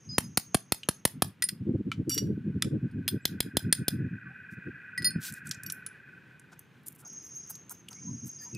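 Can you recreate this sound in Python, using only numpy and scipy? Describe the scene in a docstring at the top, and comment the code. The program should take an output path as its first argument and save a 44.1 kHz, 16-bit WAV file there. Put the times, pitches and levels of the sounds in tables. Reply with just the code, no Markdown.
"""A flat steel bar taps a hand-held brake caliper at the roadside, each impact exciting the modes of both.
The mechanic turns the caliper over: loose parts clink and slide, and a screwdriver scrapes in tiny
frictional slips. Turbulent gusts buffet the microphone. Further off a small engine chirrs past,
something like a power saw whines and briefly whistles, and faint chirps sound over the road's murmur."""
import sys
import numpy as np
from scipy import signal
from scipy.fft import rfft, irfft, next_fast_len
from scipy.io import wavfile
from scipy.ndimage import uniform_filter1d

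SR = 44100
rng = np.random.default_rng(int(sys.argv[2]) if len(sys.argv) > 2 else 0)


def generate_wav(sig):
    """Save sig (samples, or channels by samples) to the path in sys.argv[1] as 16-bit PCM at SR."""
    pcm = np.round(np.clip(np.atleast_2d(sig).T, -1, 1) * 32767).astype(np.int16)
    wavfile.write(sys.argv[1], SR, pcm)


N = 377937
TIME = np.arange(N) / SR
AGE = np.arange(SR // 4) / SR  # seconds since a contact
SIDE = np.array([[1], [-1]])  # opposite sign in the two channels

# modes of the free bar: pitch_hz, level_db, t60_s
BAR_MODES = [(1945, 0, .09), (4326, 0, .12), (5005, 0, .08), (9205, 0, .08), (9410, -14, .08),
             (10605, -7, .1), (14620, -2, .1)]
# spectrum of a metal contact: frequency_hz, level_db
CRACK_SPECTRUM = [(300, -35), (900, -21.5), (1500, 7), (3000, 5), (5000, 4.5), (8000, 1), (10000, 4),
                  (12500, 6), (15500, -4.5)]


def taps(turned_s=1.7, grip_t60_share=.24):
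    """Impact excitation: the bar chatters on the caliper and thuds into the hand, which damps the ring."""
    # start_s, thud_db, contact_s, crack_db, ring_db, cutoff_hz (higher for a harder contact)
    blows = [(.182, -17, 0.0026, -19, -25.5, 15770), (.373, -21, 0.0034, -20, -20.5, 15500),
             (0.5453, -16.5, 0.0047, -22, -23.5, 12160), (0.7211, -20.5, .0022, -18.5, -23, 14100),
             (0.8875, -18.5, 0.0028, -21, -26.5, 12900), (1.052, -19.5, 0.003, -17.5, -25, 16100),
             (1.2213, -19, .003, -19.5, -33, 16450), (2.623, -52, 0.00062, -17, -28, 10420),
             (3.0792, -39.5, 0.00068, -21, -36.5, 16800), (3.086, -48, 0.00076, -31, -52.5, 16570),
             (3.2538, -26, 0.0014, -19.5, -32.5, 16000), (3.4043, -22.5, .001, -21, -26.5, 15580),
             (3.5694, -18.5, 0.0023, -21.5, -24, 15120), (3.7265, -26.5, 0.0011, -15, -16, 13970),
             (3.882, -22, .0014, -20.5, -21.5, 15200)]
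    # how strongly a blow excites the bar: frequency_hz, gain_db
    coupling = [(1950, -19), (4300, -12), (5000, -9.5), (9200, 0.5), (10600, 1), (14600, -2)]
    # caliper modes, struck on its closed back: pitch_hz, level_db, t60_s
    back_modes = [(1840, -34, 0.0097), (2670, -34, 0.011), (4350, -29, 0.018), (5260, -36.5, 0.025),
                  (7395, -33, 0.022), (9460, -27.5, 0.022), (10580, -24.5, 0.028)]
    # and on its open face, once turned: pitch_hz, level_db, t60_s
    face_modes = [(3307, -28.5, 0.024), (3495, -32.5, 0.05), (4045, -26, 0.014), (4970, -28.5, 0.03),
                  (8270, -40.5, 0.008), (11600, -26.5, 0.0091), (12400, -31.5, 0.01)]
    # the bar's faint lingering modes: pitch_hz, level_db, t60_s
    after_ring = [(4324, -61, .15), (4982, -50, .23), (9150, -57, .15), (10620, -52, .21),
                  (14620, -66, .12)]
    out = np.zeros(N)
    for start_s, thud_db, contact_s, crack_db, ring_db, cutoff_hz in blows:
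        on_back = start_s < turned_s
        crack = undb(crack_db) * burst(t60=.016, hold_s=contact_s)
        hollow_hz = 968 * np.sqrt(.0028 / contact_s)  # a longer push sounds lower
        hollow = resonance(rng.standard_normal(len(AGE)), hollow_hz, width_hz=1030)
        hollow *= undb(-22) * fade(t60=.0082, hold_s=contact_s)
        caliper = rough_ring(back_modes if on_back else face_modes, contact_s)
        bracket = undb(-47) * rattle(t60=.11)  # still attached during the first blows
        gripped = [(hz, db + 4.5 + ring_db + np.interp(hz, *np.transpose(coupling)), t60 * grip_t60_share)
                   for hz, db, t60 in BAR_MODES]
        bar = ring(off_spot(gripped), hold_s=.00095) + ring(off_spot(after_ring))
        blow = crack + undb(thud_db) * thud(contact_s) + bar + caliper + on_back * (hollow + bracket)
        add(out, start_s, butterworth(blow, 4, cutoff_hz))
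    return out


def thud(contact_s, start_hz=980, end_hz=97.5):
    """Compliant support: the pitch of a blow sinks as the hand gives way."""
    pitch_hz = end_hz + (start_hz - end_hz) * np.exp(-AGE / (.65 * contact_s))
    return -tone(pitch_hz) * fade(t60=.012, hold_s=1.96 * contact_s)


def off_spot(modes, scatter_db=3.5):
    """Mode shapes: no two blows land on the same spot, so each favours other modes."""
    return [(hz, db + scatter_db * rng.uniform(-2, 1), t60) for hz, db, t60 in modes]


def bar_clinks(soft_above_hz=9200, twist_hz=(4326, 14620), choke_db=-10):
    """Modal coupling: the point of contact decides which modes of the loosely held bar speak."""
    # start_s, contact_db, ring_db, tilt_db_per_octave, twist_db (how far off centre), buzz_s, t60_share
    touches = [(1.4229, -4, -29, -2, -9.5, .004, 0.99), (1.4335, -24, -45.5, 10.5, -14, .002, .5),
               (1.4396, -19.5, -34.5, 18, -21.5, 0.003, 0.82), (1.4883, -12, -31, 5, -4.5, 0.004, 0.25),
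               (2.912, -54, -72.5, 4, -6, .005, 0.51), (3.0868, -30, -47.5, 20, 12, .002, .6),
               (4.9777, -37, -35, -6, -11, 0.0045, 1), (5.0217, -40, -41, -3, -7.5, .009, 0.45),
               (5.0453, -15, -28.5, 4.5, 3, 0.028, 0.91), (5.105, -32, -43, 8, -16, .002, 1)]
    out = np.zeros(N)
    for start_s, contact_db, ring_db, tilt, twist_db, buzz_s, t60_share in touches:
        modes = []
        for hz, db, t60 in BAR_MODES:
            db += tilt * np.log2(min(hz, soft_above_hz) / 5000) + twist_db * (hz in twist_hz)
            db -= 22 * np.log2(max(hz / soft_above_hz, 1))  # a light touch barely wakes the top modes
            modes.append((hz, db + ring_db, t60_share * t60))
        buzz = undb(ring_db - 10) * rattle(t60=.075)
        out *= np.interp(TIME, [start_s, start_s + .006], [1, undb(choke_db)])  # damps the earlier ring
        add(out, start_s, rough_ring(modes, buzz_s) + buzz + undb(contact_db - 18.5) * burst(t60=.036))
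    return out


def caliper_clinks():
    """Free vibration: the caliper's loose parts collide, buzz and ring down."""
    # start_s, contact_db, contact_hz, low_ring_db, high_ring_db, buzz_s, decay_s
    collisions = [(2.095, -5.5, 8850, -32, -30.5, 0.0058, 0.25), (2.1159, -25, 6000, -29, -42, 0.016, 0.28),
                  (2.1438, -4.5, 12500, -39, -46, .002, 0.29), (2.178, -4, 3350, -26, -36, 0.0097, 0.1),
                  (5.5115, -3, 5300, -32.5, -44, 0.0011, 0.035),
                  (5.663, -23, 7500, -42.5, -54, .002, 0.092),
                  (5.6996, -8.5, 5650, -38, -43, 0.0026, 0.034), (5.8637, -16, 6800, -67, -51, .001, 0.024)]
    # modes of the parts: pitch_hz, level_db, relative_t60
    part_modes = [(2907, -15, 1.2), (3530, -21, .3), (4638, -5, .9), (4807, -21, .7), (5663, -1, .9),
                  (7257, -19, .9), (7598, -9, .9), (9604, -14, .7), (10430, -8, .5), (11750, -10, .8),
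                  (12370, -9, .9), (14130, -15, .6)]
    out = np.zeros(N)
    for start_s, contact_db, contact_hz, low_db, high_db, buzz_s, decay_s in collisions:
        modes = [(hz, db + np.interp(hz, [6000, 9500], [low_db, high_db]), .8 * relative_t60 * decay_s)
                 for hz, db, relative_t60 in part_modes]
        buzz = undb(contact_db - 44) * rattle(t60=1.2 * decay_s)
        ringing = rough_ring(modes, buzz_s)
        contact = undb(contact_db - 24.5) * tick(contact_hz, width_hz=7100, t60=.039)
        add(out, start_s, ringing + contact + buzz)
    return out


def bracket_knocks():
    """Heavy damping: the bracket's modes die within a dull knock."""
    # start_s, level_db
    knocks = [(1.9167, -4), (2.106, -20), (2.625, -13.5), (2.644, -23.5), (5.513, -27), (5.7, -24),
              (5.864, -25)]
    # pitch_hz, level_db, t60_s
    modes = [(1330, 8.5, 0.034), (2340, 8.5, 0.03), (2990, 4, 0.036), (8240, -5, 0.0052)]
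    out = np.zeros(N)
    for start_s, db in knocks:
        add(out, start_s, undb(db - 30) * ring(modes) + undb(db - 36) * tick(2800, 4000, t60=.08))
    return out


def small_parts():
    """Single resonances: pins ping on one note, and small dry contacts tick in one band."""
    # start_s, peak_db, pitch_hz
    pings = [(5.664, -29.5, 11780), (5.7013, -33, 10350), (5.8636, -27.5, 9940)]
    # start_s, level_db, centre_hz, width_hz
    ticks = [(0.8327, -19, 2900, 988), (.834, -36, 7500, 3500), (5.3234, -23.5, 9710, 5600),
             (5.3385, -22.5, 9300, 5530), (5.471, -23, 8800, 4100), (5.492, -23, 8300, 3040),
             (5.5456, -27, 6700, 3000), (5.6344, -21.5, 10100, 6000), (5.722, -11.5, 11600, 5000),
             (6.3964, -35.5, 8650, 4970), (6.5925, -27, 11400, 6500), (6.8828, -17, 11200, 6500),
             (6.956, -44, 9500, 5000), (7.509, -23, 10900, 5000), (7.5533, -25.5, 6300, 3720),
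             (7.556, -36, 11500, 3000), (7.695, -23.5, 8800, 6000), (7.884, -24.5, 2880, 800),
             (7.886, -28, 8600, 7000), (7.93, -29, 5260, 4000), (8.549, -24.5, 6600, 6960)]
    out = np.zeros(N)
    for start_s, db, hz in pings:
        add(out, start_s, ring([(hz, db, .035)]))
    for start_s, db, hz, width_hz in ticks:
        add(out, start_s, undb(db - 14) * tick(hz, width_hz, t60=.021))
    return out


def sliding_parts():
    """Sliding friction: parts hiss broadly as the caliper is turned over."""
    # middle_s, half_length_s, level_db
    slides = [(4.527, 0.035, -67), (5.261, 0.068, -40), (5.37, 0.041, -58), (5.473, 0.033, -55)]
    out = np.zeros(N)
    for middle_s, half_s, db in slides:
        add(out, middle_s - half_s, friction(half_s, db, hz=7400, width_hz=14300))
    return out


def screwdriver(tip_width_hz=7400, picking_from_s=6.35, picking_db=-75.5):
    """Forced vibration: the scraping tip hisses and drives the casting; between strokes it picks."""
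    # middle_s, half_length_s, hiss_db, hiss_hz, casting_db
    strokes = [(6.531, 0.021, -62.5, 5470, -58.5), (6.871, 0.014, -44, 11500, -71),
               (7.003, 0.03, -57, 10000, -79), (7.053, 0.041, -77, 11200, -61),
               (7.262, 0.063, -67, 12400, -84), (7.37, 0.043, -65, 12100, -88),
               (7.506, 0.016, -40, 12100, -57.5), (7.716, .022, -43, 12000, -55),
               (7.923, 0.028, -61, 10800, -61.5), (8.277, 0.027, -50.5, 10800, -81),
               (8.43, 0.033, -58, 12200, -74)]
    # resonances of the casting: centre_hz, width_hz
    casting_bands = [(930, 650), (1380, 250)]
    out = np.zeros(N)
    for middle_s, half_s, hiss_db, hiss_hz, casting_db in strokes:
        hiss = friction(half_s, hiss_db, hiss_hz, tip_width_hz)
        casting = sum(friction(half_s, casting_db, *band) for band in casting_bands)
        add(out, middle_s - half_s, hiss + casting)
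    slips = grains(N, per_s=150, spread_db=.5) * np.clip(walk(19) - .5, 0, 1)
    picking = resonance(slips, 11800, tip_width_hz) * (TIME > picking_from_s)
    return out + undb(picking_db) * picking


def ring(modes, hold_s=0, detune=.00039):
    """Free decay of damped modes; each contact loads them a little differently."""
    out = np.zeros(len(AGE))
    for hz, db, t60 in modes:
        loaded_hz = hz * (1 + detune * rng.standard_normal())
        out += undb(db) * fade(t60, hold_s) * np.sin(2 * np.pi * (loaded_hz * AGE + rng.random()))
    return out


def rough_ring(modes, buzz_s, rough_db=3.5, rough_rad=.55, jolts_per_s=260, settle_s=.004):
    """Contact modulation: bouncing parts jolt each mode in level and phase; once apart they ring pure."""
    touching_s = np.minimum(AGE, buzz_s + settle_s)
    jolt_s = np.arange(jolts_per_s) / jolts_per_s
    jolts = lambda: np.interp(touching_s, jolt_s, np.tanh(rng.standard_normal(jolts_per_s)))
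    out = np.zeros(len(AGE))
    for hz, db, t60 in modes:
        envelope = undb(db + rough_db * jolts()) * fade(t60, buzz_s)
        out += envelope * np.sin(2 * np.pi * (hz * AGE + rng.random()) + rough_rad * jolts())
    return out


def burst(t60, hold_s=0):
    """A brief contact radiates broadband noise."""
    return colour(rng.standard_normal(len(AGE)), CRACK_SPECTRUM) * fade(t60, hold_s)


def tick(hz, width_hz, t60):
    """The noise of one small contact excites a resonant band."""
    envelope = fade(t60)
    return resonance(rng.standard_normal(len(AGE)) * envelope, hz, width_hz) * rms(envelope)


def rattle(t60):
    """Repeated rebounds keep loose metal buzzing after a contact."""
    return colour(grains(len(AGE), per_s=1500), CRACK_SPECTRUM) * fade(t60)


def friction(half_s, db, hz, width_hz):
    """Stick-slip noise: dense tiny slips swell and die with one slide."""
    size = int(2 * half_s * SR)
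    slips = grains(size, per_s=7000, spread_db=1.2)
    return undb(db) * resonance(slips, hz, width_hz) * np.hanning(size)


def wind(restless_db=5):
    """Turbulent pressure at the microphone: gusts over a breeze give low rumble and higher flutter."""
    # middle_s, length_s, rumble_db, flutter_db
    gusts = [(0.107, 0.11, -41.5, -77), (0.255, 0.026, -47.5, -75), (1.172, .08, -41, -65),
             (1.264, 0.1, -40, -55), (1.532, 0.044, -42.5, -51.5), (1.621, 0.045, -32, -52),
             (1.694, 0.091, -28.5, -31), (1.752, 0.036, -26, -24.5), (1.806, 0.036, -33.5, -33),
             (1.88, 0.064, -32.5, -39), (2.004, 0.071, -29.5, -36), (2.083, 0.042, -40, -30),
             (2.176, 0.037, -41, -34), (2.237, 0.081, -30, -35), (2.307, 0.11, -30, -32.5),
             (2.379, 0.024, -33, -37.5), (2.483, 0.094, -29.5, -37.5), (2.566, 0.053, -28, -41.5),
             (2.664, 0.068, -32.5, -33.5), (2.745, 0.099, -27.5, -32), (2.846, 0.075, -28, -40.5),
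             (2.978, 0.12, -32.5, -46.5), (3.062, 0.045, -41, -51.5), (3.149, 0.083, -30.5, -34.5),
             (3.337, 0.13, -37, -46), (3.467, 0.068, -38, -46.5), (3.552, 0.037, -37, -44),
             (3.671, 0.095, -28.5, -42), (3.812, 0.061, -31.5, -44), (3.944, 0.07, -30.5, -42.5),
             (4.005, 0.072, -30, -40.5), (4.057, 0.073, -32, -45), (4.135, 0.069, -34, -59),
             (4.531, 0.032, -43.5, -65), (4.583, 0.028, -39.5, -55.5), (4.68, 0.064, -38, -41),
             (5.021, 0.087, -39, -55), (5.176, 0.073, -34.5, -50), (5.323, 0.046, -41.5, -66),
             (5.493, 0.065, -42.5, -65), (5.577, 0.02, -47, -66), (8.112, 0.163, -38, -59.5),
             (8.251, 0.074, -40, -65), (8.549, 0.054, -38.5, -42.5)]
    # time_s, level_db
    breeze_levels = [(0, -65), (.25, -51.5), (.7, -67), (1.45, -64), (1.7, -42), (2.9, -43.5),
                     (3.25, -55.5), (4.0, -46), (4.28, -49), (4.42, -64), (4.72, -54), (4.85, -68),
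                     (5.1, -49.5), (5.3, -62.5), (5.68, -54.5), (5.9, -72), (7.95, -65), (8.2, -51.5),
                     (8.45, -64)]
    # frequency_hz, level_db
    rumble_spectrum = [(25, -26.5), (60, -22.5), (100, 0.5), (140, 3), (200, 0.5), (280, -6), (450, -33.5),
                       (900, -74), (4000, -100)]
    # frequency_hz, level_db
    flutter_spectrum = [(30, -45.5), (100, -34.5), (220, 0), (320, 9), (420, -2), (530, -13.5), (750, -37),
                        (1500, -63.5), (5000, -100)]
    low, high = np.zeros(N), np.zeros(N)
    for middle_s, length_s, rumble_db, flutter_db in gusts:
        swell = np.sin(np.linspace(0, np.pi, int(length_s * SR)))
        add(low, middle_s - length_s / 2, undb(rumble_db) * swell)
        add(high, middle_s - length_s / 2, undb(flutter_db) * swell ** 2)
    breeze = fader(breeze_levels) * undb(restless_db * walk(24))
    rumble = np.hypot(low, breeze) * eddies(rumble_spectrum)
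    flutter = np.hypot(high, undb(-17.5) * breeze) * eddies(flutter_spectrum)
    return rumble + flutter + ports(rumble, side_db=-21) + ports(flutter, side_db=-8)


def eddies(spectrum, even_s=.03):
    """Turbulent noise, levelled over a few cycles so that the gusts shape it."""
    noise = colour(rng.standard_normal(N), spectrum)
    return noise / np.sqrt(uniform_filter1d(noise ** 2, int(even_s * SR)) + 1e-6)


def bump(start_s=5.159, peak_db=-19, pitch_hz=180, rise_s=.0033):
    """Damped oscillation: a soft knock on the microphone swells and dies in a few low cycles."""
    out = np.zeros(N)
    envelope = AGE / rise_s * np.exp(1 - AGE / rise_s)
    add(out, start_s, undb(peak_db) * np.sin(2 * np.pi * pitch_hz * AGE) * envelope)
    return out


def engine(cycle_hz=22.55, chirr_hz=1737, fall_hz=443, chirr_db=-1):
    """Periodic excitation: each cycle brings one falling chirr, while chatter rings the casing."""
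    # resonances of the casing: centre_hz, nominal_width_hz, level_db
    casing_bands = [(1528, 80, 9.5), (1684, 100, 6.5), (1900, 87, 2.5), (2469, 110, 4)]
    turns = np.cumsum(cycle_hz * (1 + .004 * walk(2.6))) / SR
    cycle = turns % 1
    pitch_hz = chirr_hz - fall_hz * cycle + 30 * walk(23) + 45 * walk(500)
    swell = np.sin(np.pi * np.minimum(cycle / .8, 1)) ** 3
    chirr = unit(swell * undb(2 * walk(23)) * tone(pitch_hz))
    pulses = np.exp(-(3 * turns % 1) / .28)  # three a cycle
    chatter = (pulses + .57) * rng.standard_normal(N)
    casing = unit(sum(undb(db) * resonance(chatter, hz, 1.5 * width) for hz, width, db in casing_bands))
    return unit(casing + undb(chirr_db) * chirr)


def passing(sound, nearest_s=5.24, level_db=-48, approach_s=1.926, leave_s=.95):
    """Attenuation with distance: a far source nears slowly and is gone sooner, its treble lost."""
    since_s = TIME - nearest_s
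    nearness = np.exp(-(since_s / np.where(since_s < 0, approach_s, leave_s)) ** 2)
    return butterworth(undb(level_db) * nearness * sound, 6, cutoff_hz=3300)


def saw_whine():
    """Random modulation: each partial of a far, saw-like whine flutters in strength and phase."""
    # pitch_hz, level_db, width_hz, t60_s
    partials = [(5000, -18.5, 55, .3), (5530, -20, 210, .3), (5696, -10, 58, 0.3), (6250, -7.5, 180, .6),
                (6410, -6, 130, .45), (6426, 1, 30, 0.55), (7000, -20.5, 180, .25), (8700, -27.5, 130, .2),
                (9370, -25.5, 90, .2)]
    out = np.zeros(N)
    for hz, db, width_hz, t60 in partials:
        flutter = walk(2 * width_hz) + 1j * walk(2 * width_hz) + .3
        partial = unit(np.real(flutter * np.exp(2j * np.pi * hz * TIME)))
        out += undb(db) * partial * cutting(t60)
    return out / np.sqrt(sum(undb(db) ** 2 for _, db, _, _ in partials))


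def cutting(t60, bite_s=.0026):
    """Driven, then free vibration: the saw's gain rises quickly, holds through a cut and rings out."""
    # start_s, length_s, level_db
    cuts = [(0, 0.62, -59.5), (.5, 0.49, -65.5), (6.572, 0.028, -74), (7.048, 0.48, -48), (7.7, 0.042, -54),
            (7.904, 0.64, -48.5)]
    gain = np.zeros(N)
    for start_s, length_s, db in cuts:
        age = np.arange(int((length_s + t60) * SR)) / SR
        cut = np.zeros(N)
        add(cut, start_s, undb(db) * np.minimum(age / bite_s, 1) * fade(t60, length_s, age))
        gain = np.maximum(gain, cut)
    return gain


def whine_whistles(attack_s=.006, waver_hz=22):
    """Frequency modulation: brief thin whistles near 5 kHz, the whine's lowest partial, sag slightly."""
    # start_s, hold_s, level_db, pitch_hz, sag_hz_per_s
    whistles = [(0.089, 0.069, -42, 4990, 400), (0.222, 0.043, -57, 5000, 200),
                (8.383, 0.06, -54.5, 4920, 500)]
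    out = np.zeros(N)
    for start_s, hold_s, db, hz, sag in whistles:
        pitch_hz = hz - sag * AGE + waver_hz * walk(300)[:len(AGE)]
        envelope = np.minimum(AGE / attack_s, 1) * fade(t60=.09, hold_s=hold_s)
        add(out, start_s, undb(db) * np.sqrt(2) * tone(pitch_hz) * envelope)
    return out


def chirps(half_s=.036, smear_hz=55):
    """Frequency glides: short whistles smeared by distance, most likely birds."""
    # middle_s, level_db, pitch_hz, glide_octaves_per_s
    calls = [(3.235, -70, 7800, 4), (4.274, -62, 1160, -0.5), (4.315, -64, 799, 1.5),
             (7.98, -60.5, 2227, 3), (8.092, -61, 1010, 1.5), (8.428, -57.5, 1790, 0),
             (8.473, -59, 970, -1), (8.565, -49.5, 2530, -2.8)]
    out = np.zeros(N)
    t = np.arange(-half_s, half_s, 1 / SR)
    for middle_s, db, hz, glide in calls:
        pitch_hz = hz * 2 ** (glide * t) + smear_hz * walk(500)[:len(t)]
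        add(out, middle_s - half_s, undb(db) * np.sqrt(2) * tone(pitch_hz) * np.hanning(len(t)))
    return out


def yard(sound, tail_s=.052, wall_s=.0235, wall_db=-9, side_db=-4):
    """Reflection: a nearby wall answers once; scattered returns are thin and die quickly."""
    thin = butterworth(sound, 1, 1000, "high")
    scattered = unit(np.exp(-(AGE / tail_s) ** 1.6) * (AGE > .004))
    wall = unit(np.exp(-((AGE - wall_s) / .0015) ** 2))
    envelope = (scattered + undb(wall_db) * wall) / np.sqrt(len(AGE))
    mid, side = (signal.oaconvolve(thin, envelope * rng.standard_normal(len(AGE)))[:N] for _ in range(2))
    return mid + undb(side_db) * side * SIDE


def roadside(side_db=-13):
    """Ambient noise: a low outdoor murmur, nearly the same in both ears."""
    # frequency_hz, level_db
    spectrum = [(20, -34.5), (60, -15.5), (140, 4.5), (250, -5), (400, -8.5), (650, -20.5), (1500, -16),
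                (2800, -20), (5000, -33.5), (9000, -39.5), (15000, -42)]
    # time_s, level_db
    levels = [(0, -60.5), (4.5, -62), (6.0, -59), (8.57, -59)]
    mid, side = (colour(rng.standard_normal(N), spectrum) * undb(walk(23)) for _ in range(2))
    return (mid + undb(side_db) * side * SIDE) * fader(levels)


def ports(sound, side_db):
    """Phase difference: as things move, the phase between the two microphone ports wanders."""
    quadrature = signal.hilbert(sound, next_fast_len(N)).imag[:N]
    return undb(side_db) * walk(34) * quadrature * SIDE


def undb(db):
    """Decibels to gain."""
    return 10 ** (np.asarray(db) / 20)


def rms(x):
    """Root mean square."""
    return np.sqrt(np.mean(x ** 2))


def unit(x):
    """Scale to rms 1."""
    return x / rms(x)


def tone(pitch_hz):
    """A sine whose phase is the integral of its pitch."""
    return np.sin(2 * np.pi * np.cumsum(pitch_hz) / SR)


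def fade(t60, hold_s=0, age=AGE):
    """Exponential decay after a hold: 60 dB in t60 seconds."""
    return np.exp(-np.log(1000) * np.maximum(age - hold_s, 0) / t60)


def fader(rows):
    """Gain over time from rows of time_s, level_db."""
    return undb(np.interp(TIME, *np.transpose(rows)))


def colour(x, spectrum):
    """Filter by rows of frequency_hz, level_db, at rms 1."""
    hz, db = np.transpose(spectrum)
    size = next_fast_len(len(x))
    bin_hz = np.arange(size // 2 + 1) * SR / size
    gain = undb(np.interp(np.log(bin_hz + 1), np.log(hz), db))
    return unit(irfft(rfft(x, size) * gain, size)[:len(x)])


def resonance(x, hz, width_hz):
    """Two equal resonators in series give a steep-sided band, at rms 1."""
    b, a = signal.iirpeak(hz, hz / width_hz, fs=SR)
    return unit(signal.lfilter(b, a, signal.lfilter(b, a, x)))


def butterworth(x, order, cutoff_hz, kind="low"):
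    """Low- or high-pass filter with a flat passband."""
    return signal.sosfilt(signal.butter(order, cutoff_hz, kind, fs=SR, output="sos"), x)


def walk(per_s):
    """Smooth random wander with a spread near 1."""
    points = rng.standard_normal(int(N / SR * per_s) + 2)
    return np.interp(TIME * per_s, np.arange(len(points)), points)


def grains(size, per_s, spread_db=0):
    """Random impulses of uneven strength."""
    impulses = (rng.random(size) < per_s / SR) * rng.standard_normal(size)
    return impulses * undb(spread_db * rng.exponential(size=size))


def add(track, start_s, sound):
    """Mix a sound in from start_s."""
    i = max(int(start_s * SR), 0)
    track[i:i + len(sound)] += sound[:N - i]


def scene(echo_db=-20.5):
    """Superposition: metalwork and distant sounds echo in the yard; the wind is at the microphone."""
    blows = taps()
    clinks = bar_clinks() + caliper_clinks() + bracket_knocks() + small_parts()
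    clinks = butterworth(clinks, 4, 940, "high")  # the clinks keep little sound below about 1 kHz
    rubbing = sliding_parts() + screwdriver()
    distant = passing(engine()) + saw_whine() + whine_whistles() + chirps()
    direct = blows + clinks + rubbing + distant
    echoes = yard(undb(echo_db) * direct)
    return direct + echoes + wind() + bump() + ports(direct, side_db=-13) + roadside()


def record(dry, ceiling=.49, rumble_hz=50, top_hz=15400):
    """Band limiting and saturation: the deepest rumble and the top are cut, the hardest blows rounded."""
    rounded = ceiling * np.tanh(butterworth(dry, 2, rumble_hz, "high") / ceiling)
    return signal.sosfilt(signal.ellip(8, .2, 70, top_hz, fs=SR, output="sos"), rounded)


dry = scene()
out = record(dry)
generate_wav(out)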